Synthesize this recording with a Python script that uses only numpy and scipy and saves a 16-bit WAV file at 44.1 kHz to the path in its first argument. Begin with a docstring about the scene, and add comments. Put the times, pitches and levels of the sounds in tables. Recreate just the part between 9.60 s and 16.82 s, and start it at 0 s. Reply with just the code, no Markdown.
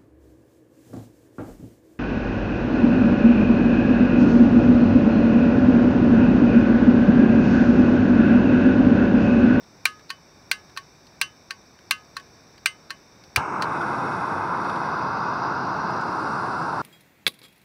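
"""Outdoors on grass, a handheld camera's microphone is close to a camping stove.
First gas hisses from the jet as filtered noise, while plastic ticks as resonant noise bursts. A thumb works the
piezo igniter: each press snaps its hammer, each release clacks the button, and both ring the stove's modes.
The sixth spark lights the gas with a low sine thump and a noise puff; the burner roars as shaped noise.
Then its hiss opens as the hand leaves, and shifts between bands and fades as the camera circles and draws back."""
import sys
import numpy as np
from scipy import signal
from scipy.fft import rfft, irfft, next_fast_len
from scipy.io import wavfile
from scipy.ndimage import map_coordinates

SR = 44100
rng = np.random.default_rng(int(sys.argv[2]) if len(sys.argv) > 2 else 0)


def wav_out(sig):
    """Save sig, one row per channel (or a flat mono array), as 16-bit PCM at SR to the path in sys.argv[1]."""
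    wavfile.write(sys.argv[1], SR, np.round(np.clip(np.atleast_2d(sig).T, -1, 1) * 32767).astype(np.int16))


N = 318313
CATCH_S = 3.766  # the flame takes hold
HAND_OFF_S, HAND_MOVE_S = 4.1, 0.06  # the hand uncovers the burner: midpoint, time scale


def amp(db):
    """Decibels to gain."""
    return 10 ** (np.asarray(db) / 20)


def unit(x):
    """Scale to rms 1."""
    return x / np.sqrt(np.mean(x ** 2) + 1e-20)


def bump(x):
    """A smooth hump of height 1 around x = 0."""
    return np.exp(-x ** 2)


def decay(t, t60_s):
    """Exponential decay that falls 60 dB in t60_s."""
    return np.exp(-np.log(1000) * t / t60_s)


def wobble(rate):
    """A smooth random curve, rate knots a second."""
    knots = rng.standard_normal(int(N * rate / SR) + 4)
    return map_coordinates(knots, [np.arange(N) * rate / SR])


def filtered(x, response):
    """x times a response of frequency."""
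    size = next_fast_len(len(x) + 8192)  # padded so that the filter's tail does not wrap round
    return irfft(rfft(x, size) * response(np.fft.rfftfreq(size, 1 / SR)), size)[:len(x)]


def causal(x, response):
    """x through the minimum-phase filter of that magnitude: nothing sounds before the blow."""
    cepstrum = irfft(np.log(response(np.fft.rfftfreq(len(x), 1 / SR))), len(x))
    cepstrum[1:len(x) // 2] *= 2
    cepstrum[len(x) // 2 + 1:] = 0
    return irfft(rfft(x) * np.exp(rfft(cepstrum)), len(x))


def colour(points):
    """Response through (pitch_hz, level_db) points on a log pitch axis."""
    f, db = np.transpose(points)
    return lambda hz: amp(np.interp(np.log(hz + 1), np.log(f), db))


def resonances(peaks):
    """Response of (pitch_hz, width_hz, level_db) resonances with steep skirts; their powers add."""
    def response(hz):
        power = 0
        for centre, width, db in peaks:
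            power = power + amp(db) ** 2 / (1 + ((hz - centre) / width) ** 2) ** 3
        return np.sqrt(power)
    return response


def noise(response, size=N):
    """Coloured noise of rms 1."""
    return unit(filtered(rng.standard_normal(size), response))


def add(track, s, sound):
    """Mix a sound into the track at time s."""
    part = track[round(s * SR):][:len(sound)]
    part += sound[:len(part)]


# Colour of the outdoor air and gas flow: pitch_hz, level_db (relative, per Hz)
AIR_COLOUR = [(15, -50), (25, -12.5), (75, -1.5), (159, 1.5), (194, -1), (365, -1.5), (403, -4),
              (631, -5.5), (1090, -7), (1260, -10.5), (1670, -10.5), (3200, -26.5), (4160, -57),
              (7040, -120)]


def air_wash(level_db=-54):
    """A low wash of air and gas flow: coloured noise with a slightly wandering level."""
    return amp(level_db + 0.55 * wobble(6.5)) * noise(colour(AIR_COLOUR))


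# Resonances of the jet in its mixing tube: pitch_hz, width_hz, level_db (relative)
JET_RESONANCES = [(2335, 250, -4), (3680, 205, -4.5), (4060, 240, -11), (4650, 270, -5.5), (5120, 69, -0.5),
                  (5510, 220, 1), (5870, 400, -3), (7100, 230, -18.5), (7930, 530, -16), (9600, 1800, -27),
                  (11500, 870, -26), (12750, 380, -21.5), (14700, 1100, -24.5)]


def gas_jet(level_db=-58):
    """The jet's turbulence hisses almost evenly through the resonances of the mixing tube."""
    return amp(level_db + 0.27 * wobble(4.56)) * noise(resonances(JET_RESONANCES))


# The clearer ticks of the handled plastic: start_s, level_db, pitch_hz (of the part that ticks)
PLASTIC_TICKS = [(.0328, -49.5, 3400), (0.393, -46, 1700), (1.095, -46, 1600), (1.467, -45.5, 4600),
                 (2.189, -46, 1700), (2.597, -37, 1690), (2.978, -44, 4700), (3.637, -42.5, 4700),
                 (4.038, -34, 4200), (4.2118, -35.5, 3480), (5.0439, -39, 4500), (5.0962, -35.5, 3600),
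                 (5.1585, -38, 3570), (6.304, -42, 7500), (6.41, -41, 7500)]
# Colour shared by the ticks: pitch_hz, level_db (relative, per Hz)
TICK_COLOUR = [(600, -22), (1600, 4), (2400, 1), (3300, -2), (4600, -1), (5600, -11), (8500, -17),
               (15000, -25)]


def handling(t60_s=0.035, attack_s=0.0012, faint_count=5, faint_db=-60, peak_db=9, width_octaves=0.18):
    """The plastic stand ticks as it is held and turned: short noise bursts, each stressing its part's pitch."""
    track, t = np.zeros(N), np.arange(SR // 10) / SR
    shape = (1 - np.exp(-t / attack_s)) * decay(t, t60_s)  # fingers cushion each tick
    pitches = [pitch for *_, pitch in PLASTIC_TICKS]
    # the grip also creaks at random while the thumb works
    starts = rng.uniform(0, HAND_OFF_S, faint_count)
    faint = [(s, faint_db, rng.choice(pitches)) for s in starts]
    for s, db, pitch in list(PLASTIC_TICKS) + faint:
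        def part(hz):
            octaves_away = np.log2((hz + 1) / pitch)
            return colour(TICK_COLOUR)(hz) * amp(peak_db * bump(octaves_away / width_octaves))
        add(track, s, amp(db) * shape * noise(part, len(t)))
    return track


# Modes of the stove and pot: pitch_hz, hammer_db, button_db (relative, under each blow), t60_s
STOVE_MODES = [ (1111, -25, -11, .12), (1249, -31, -42, .33), (1522, -25, -26, .17), (1566, -12, -11, .06),
               (1693, -30, -31, .27), (1815, -22, -9, .06), (2075, -26, -30, .16), (2169, -31, -33, .15),
               (2405, -8, -14, .03), (2552, -33, -30, .16), (2753, -19, -26, .11), (2853, -27, -30, .11),
               (2915, -27, -29, .11), (3002, -26, -27, .18), (3100, -28, -25, .08), (3871, -37, -39, .17),
               (4035, -19, -18, .05), (4204, -28, -20, .06), (4546, -27, -30, .08), (4683, -26, -24, .1),
               (5697, -28, -35, .09), (5959, -35, -40, .16), (6190, -30, -36, .08), (8538, -37, -46, .13),
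               (9098, -38, -39, .085)]
# Colour of the housing's dense short ring: pitch_hz, level_db (relative, per Hz)
HOUSING_COLOUR = [(400, -43), (850, -18), (1150, -4), (2800, 2.5), (3300, -1), (4400, 1), (5900, -3),
                  (7000, -11), (9200, -9.5), (12000, -21.5), (15500, -21)]


def contact_chatter(burst, contact_colour):
    """Contacts fall at random, but the same spring always gives the same spectrum and energy."""
    scatter = np.angle(rfft(burst * rng.standard_normal(len(burst))))
    flat_spectrum = irfft(np.exp(1j * scatter), len(burst))
    chatter = causal(np.sqrt(burst) * flat_spectrum, colour(contact_colour))
    return chatter * np.linalg.norm(burst) / np.linalg.norm(chatter)


def blows(events, mode_db, contact_colour, contact_db, contact_s,
          housing_db, housing_t60_s, tail_db, tail_t60_s, ring_db):
    """Each blow is a brief chatter of contacts, then the housing's short ring and the stove's long modes."""
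    track, t = np.zeros(N), np.arange(SR // 2) / SR
    hz, _, _, t60_s = np.transpose(STOVE_MODES)
    build = 1 - np.exp(-(t / contact_s) ** 2)  # the ring builds while the contacts last
    burst = (t / contact_s) * np.exp((1 - (t / contact_s) ** 2) / 2)
    phases = rng.uniform(0, 2 * np.pi, (len(hz), 1))
    modes = np.sin(2 * np.pi * hz[:, None] * t + phases) * decay(t, t60_s[:, None])
    housing_fade = amp(housing_db) * decay(t, housing_t60_s) + amp(tail_db) * decay(t, tail_t60_s)
    small_body = signal.butter(3, 800, "high", fs=SR, output="sos")  # a small body radiates no bass
    lasting = t60_s > 0.09
    octaves = np.log2(hz / np.median(hz))
    for s, db, long_db, tilt_db, *_ in events:
        grip_db = long_db + tilt_db * octaves + rng.normal(0, 3.1, len(hz))  # the grip changes the long modes
        stove = amp(mode_db + ring_db + lasting * grip_db) @ modes
        housing = housing_fade * noise(colour(HOUSING_COLOUR), len(t))
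        ring = signal.sosfilt(small_body, build * (stove + housing))
        chatter = amp(contact_db) * contact_chatter(burst, contact_colour)
        add(track, s, amp(db) * (chatter + ring))
    return track


# Button slides and springs back: start_s (of the clack), level_db, long_ring_db, ring_tilt_db (per octave),
# slide_s (duration), slide_db
BUTTON_RELEASES = [(0.502, -17.5, 1, -0.5, 0.0079, -40), (1.1727, -18, -2.5, 0.5, 0.0079, -38),
                   (1.9064, -19, -1.5, -0.5, 0.0042, -45), (2.566, -19.5, 0, -1, 0.0055, -50),
                   (3.3043, -19, 1.5, 0.5, .006, -42), (4.021, -16.5, -6, 0, .006, -43)]
# Colour of the button's contacts: pitch_hz, level_db (relative, per Hz)
CLACK_COLOUR = [(200, -32), (750, -17), (1100, 2), (1600, 9), (2050, -49), (2500, 9), (3300, -19.5),
                (4200, 8.5), (5400, -12), (7000, -26), (9500, -21), (15500, -25)]


def button_clacks():
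    """The returning button rubs along its guide, then lands with a soft clack that rings the stove."""
    _, _, button_db, _ = np.transpose(STOVE_MODES)
    clacks = blows(BUTTON_RELEASES, button_db, CLACK_COLOUR, contact_db=-6.5, contact_s=0.0014,
                   housing_db=-9.5, housing_t60_s=0.032, tail_db=-27.5, tail_t60_s=0.12, ring_db=-0.5)
    for s, *_, slide_s, slide_db in BUTTON_RELEASES:
        fade = np.sqrt(np.linspace(1, 0, round(slide_s * SR)))  # it rubs free just before it lands
        rub = amp(slide_db) * fade * noise(colour(CLACK_COLOUR), len(fade))
        add(clacks, s - slide_s, rub)
    return clacks


# Hammer snaps: start_s, level_db, long_ring_db (let through by the grip), ring_tilt_db (per octave)
HAMMER_PRESSES = [(.2538, -3.5, -4, -2.5), (.9134, -5.5, -0.5, 0), (1.6134, -5.5, -1, 1),
                  (2.3088, -4.5, -0.5, -1.5), (3.058, -5, 0.5, 3.5), (3.7602, -4.5, -4.5, -4)]
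# Colour of the hammer's contacts: pitch_hz, level_db (relative, per Hz)
SNAP_COLOUR = [(150, -45), (400, -21.5), (720, -14.5), (1000, -6.5), (1500, -6), (1950, -6), (2380, 9.5),
               (3050, -17), (4100, -1), (5200, -17.5), (7000, -18.5), (9400, -13), (12500, -22),
               (15500, -15.5)]


def hammer_snaps():
    """The sprung hammer strikes hard inside the igniter and rings its housing and the stove."""
    _, hammer_db, _, _ = np.transpose(STOVE_MODES)
    return blows(HAMMER_PRESSES, hammer_db, SNAP_COLOUR, contact_db=-5.5, contact_s=0.0015,
                 housing_db=-11, housing_t60_s=0.034, tail_db=-29.5, tail_t60_s=0.15, ring_db=-1.5)


# Colour of the flame's rumble, also used for the puff: pitch_hz, level_db (relative, per Hz)
RUMBLE_COLOUR = [(15, -65), (25, -40), (99, -7), (151, -1.5), (226, -3.5), (339, -2.5), (474, -7),
                 (644, -9), (700, -6.5), (910, -32), (1540, -120)]


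def ignition(thump_db=-21, thump_hz=105, swell_s=0.0073, puff_db=-30, lag_s=0.00697):
    """The gathered gas burns at once: a low thump of a few cycles and a puff."""
    track, t = np.zeros(N), np.arange(SR // 5) / SR
    swell = t / swell_s * np.exp((1 - (t / swell_s) ** 2) / 2)
    thump = amp(thump_db) * np.sin(2 * np.pi * thump_hz * t)
    puff = amp(puff_db) * noise(colour(RUMBLE_COLOUR), len(t))
    add(track, CATCH_S + lag_s, swell * (thump + puff))
    return track


# The hiss out of the hollow of the hand: pitch_hz, width_hz, level_db (relative)
CUPPED_BANDS = [(2200, 260, 12.5), (2670, 200, 4), (5600, 710, -4), (6550, 400, -10), (8300, 440, -7.5)]


def cupped_hiss(age, level_db=-48, flare_db=6, flare_s=0.08):
    """Under the hand the flame hisses through hollow bands, flaring as it takes hold."""
    return amp(level_db + flare_db * np.exp(-age / flare_s)) * noise(resonances(CUPPED_BANDS))


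# The hiss through the front opening: pitch_hz, width_hz, level_db (relative)
FRONT_BANDS = [(2075, 230, 8), (2540, 114, 8.5), (3710, 440, -1.5), (4020, 290, -6), (4840, 280, -5),
               (4970, 260, -5), (5480, 180, -1.5), (6430, 300, -12), (10250, 500, -17), (12500, 2000, -34),
               (15000, 1000, -32)]
# The hiss past the legs, from the side: pitch_hz, width_hz, level_db (relative)
SIDE_BANDS = [(2120, 180, 7.5), (2560, 93, 4.5), (2700, 110, 5.5), (3540, 460, -2), (4130, 560, 2.5),
              (4515, 250, 8.5), (4986, 170, 10), (5650, 110, 10), (6470, 150, -5), (10620, 310, -15),
              (12700, 400, -39)]
# The highest hiss, beamed straight out of the vents: pitch_hz, width_hz, level_db (relative)
SIZZLE_BANDS = [(7320, 310, 6.5), (7950, 280, 4), (8630, 320, 2.5), (9030, 300, 3.5), (9500, 290, 8),
                (10080, 400, -2), (10750, 500, -2.5)]
# Legs of the stand pass between vents and camera: middle_s, half_length_s, sizzle_loss_db, lower_hiss_gain_db
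LEG_SHADOWS = [(4.898, 0.14, 5, -1), (5.85, 0.57, 16, 0.5)]


def open_hiss(age, side, vent_db=-46.5, sizzle_db=-62.5, recede_db_per_s=0.69):
    """Vent turbulence moves from front to side bands; passing legs shade the sizzle, and the lower hiss recedes."""
    t = np.arange(N) / SR
    vent_db = vent_db - recede_db_per_s * age  # the camera draws back
    for s, half_s, loss_db, gain_db in LEG_SHADOWS:
        hidden = bump(((t - s) / half_s) ** 2)  # flat-topped
        vent_db = vent_db + gain_db * hidden
        sizzle_db = sizzle_db - loss_db * hidden
    front = np.sqrt(1 - side) * noise(resonances(FRONT_BANDS))
    flank = np.sqrt(side) * noise(resonances(SIDE_BANDS))
    return amp(vent_db) * (front + flank) + amp(sizzle_db) * noise(resonances(SIZZLE_BANDS))


# The camera circles the stove: time_s, side_share (0 front to 1 side)
CAMERA_ORBIT = [(4.8, .06), (5.15, 0.35), (5.5, 0.62), (6.0, 0.99), (7.22, 0.9)]


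def hiss(age, echo=0.19, front_ms=0.9, side_ms=0.77, hand_ms=0.76):
    """Cupped hiss gives way to open hiss, with one short echo off the hand, then off the stand."""
    t = np.arange(N) / SR
    uncovered = (1 + np.tanh((t - HAND_OFF_S) / HAND_MOVE_S / 2)) / 2
    side = np.clip(np.interp(t, *np.transpose(CAMERA_ORBIT)), 0, 1)
    direct = np.sqrt(uncovered) * open_hiss(age, side) + np.sqrt(1 - uncovered) * cupped_hiss(age)
    stand_ms = (1 - side) * front_ms + side * side_ms
    delay_ms = uncovered * stand_ms + (1 - uncovered) * hand_ms
    return direct + echo * map_coordinates(direct, [np.arange(N) - delay_ms * SR / 1000])


# Colour of the flame's roar in the burner cup: pitch_hz, level_db (relative, per Hz)
CUP_COLOUR = [(350, -43), (600, -15), (790, -3.5), (930, 1), (1070, 0.5), (1210, -3), (1420, -1.5),
              (1570, -6.5), (1730, -17.5), (1880, -25.5), (2080, -25.5), (2330, -37), (2570, -30),
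              (3050, -37.5), (4500, -73)]


def burner(settled_db=-27, rumble_db=-7, flutter_db=0.3, drift_db=0.1, spread_s=0.0082):
    """The turbulent flame catches, sags and settles; it rumbles, roars in the cup and hisses out of the vents."""
    age = np.maximum(np.arange(N) / SR - CATCH_S, 0)
    lit = np.clip(age / spread_s, 0, 1)  # the flame runs across the burner
    surge_db = 1 * np.exp(-age / 0.52)  # the cold burner runs a little loud
    sag_db = 3.5 * bump((age - 0.12) / 0.061)  # the gathered gas is spent
    flame_db = settled_db + surge_db - sag_db + drift_db * wobble(3.1)
    flutter = flutter_db * wobble(45)
    rumble = amp(flame_db + rumble_db + flutter + 0.13 * wobble(12)) * noise(colour(RUMBLE_COLOUR))
    roar = amp(flame_db + flutter) * noise(colour(CUP_COLOUR))
    return lit * (rumble + roar + amp(flutter / 2) * hiss(age))


def scene():
    """Background air and gas, handling, igniter and flame add up dry, as in the open air."""
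    background = air_wash() + gas_jet() + handling()
    igniter = button_clacks() + hammer_snaps()
    return (background + igniter + ignition() + burner())[None]


def record(dry, ceiling=0.7, top_hz=15750):
    """The camera rounds off the highest peaks and fades out the treble in the 200 Hz above top_hz."""
    rounded = dry[0] / (1 + (dry[0] / ceiling) ** 4) ** (1 / 4)
    return filtered(rounded, lambda hz: np.clip((top_hz - hz) / 200 + 1, 0, 1))[None]


dry = scene()
out = record(dry)
wav_out(out)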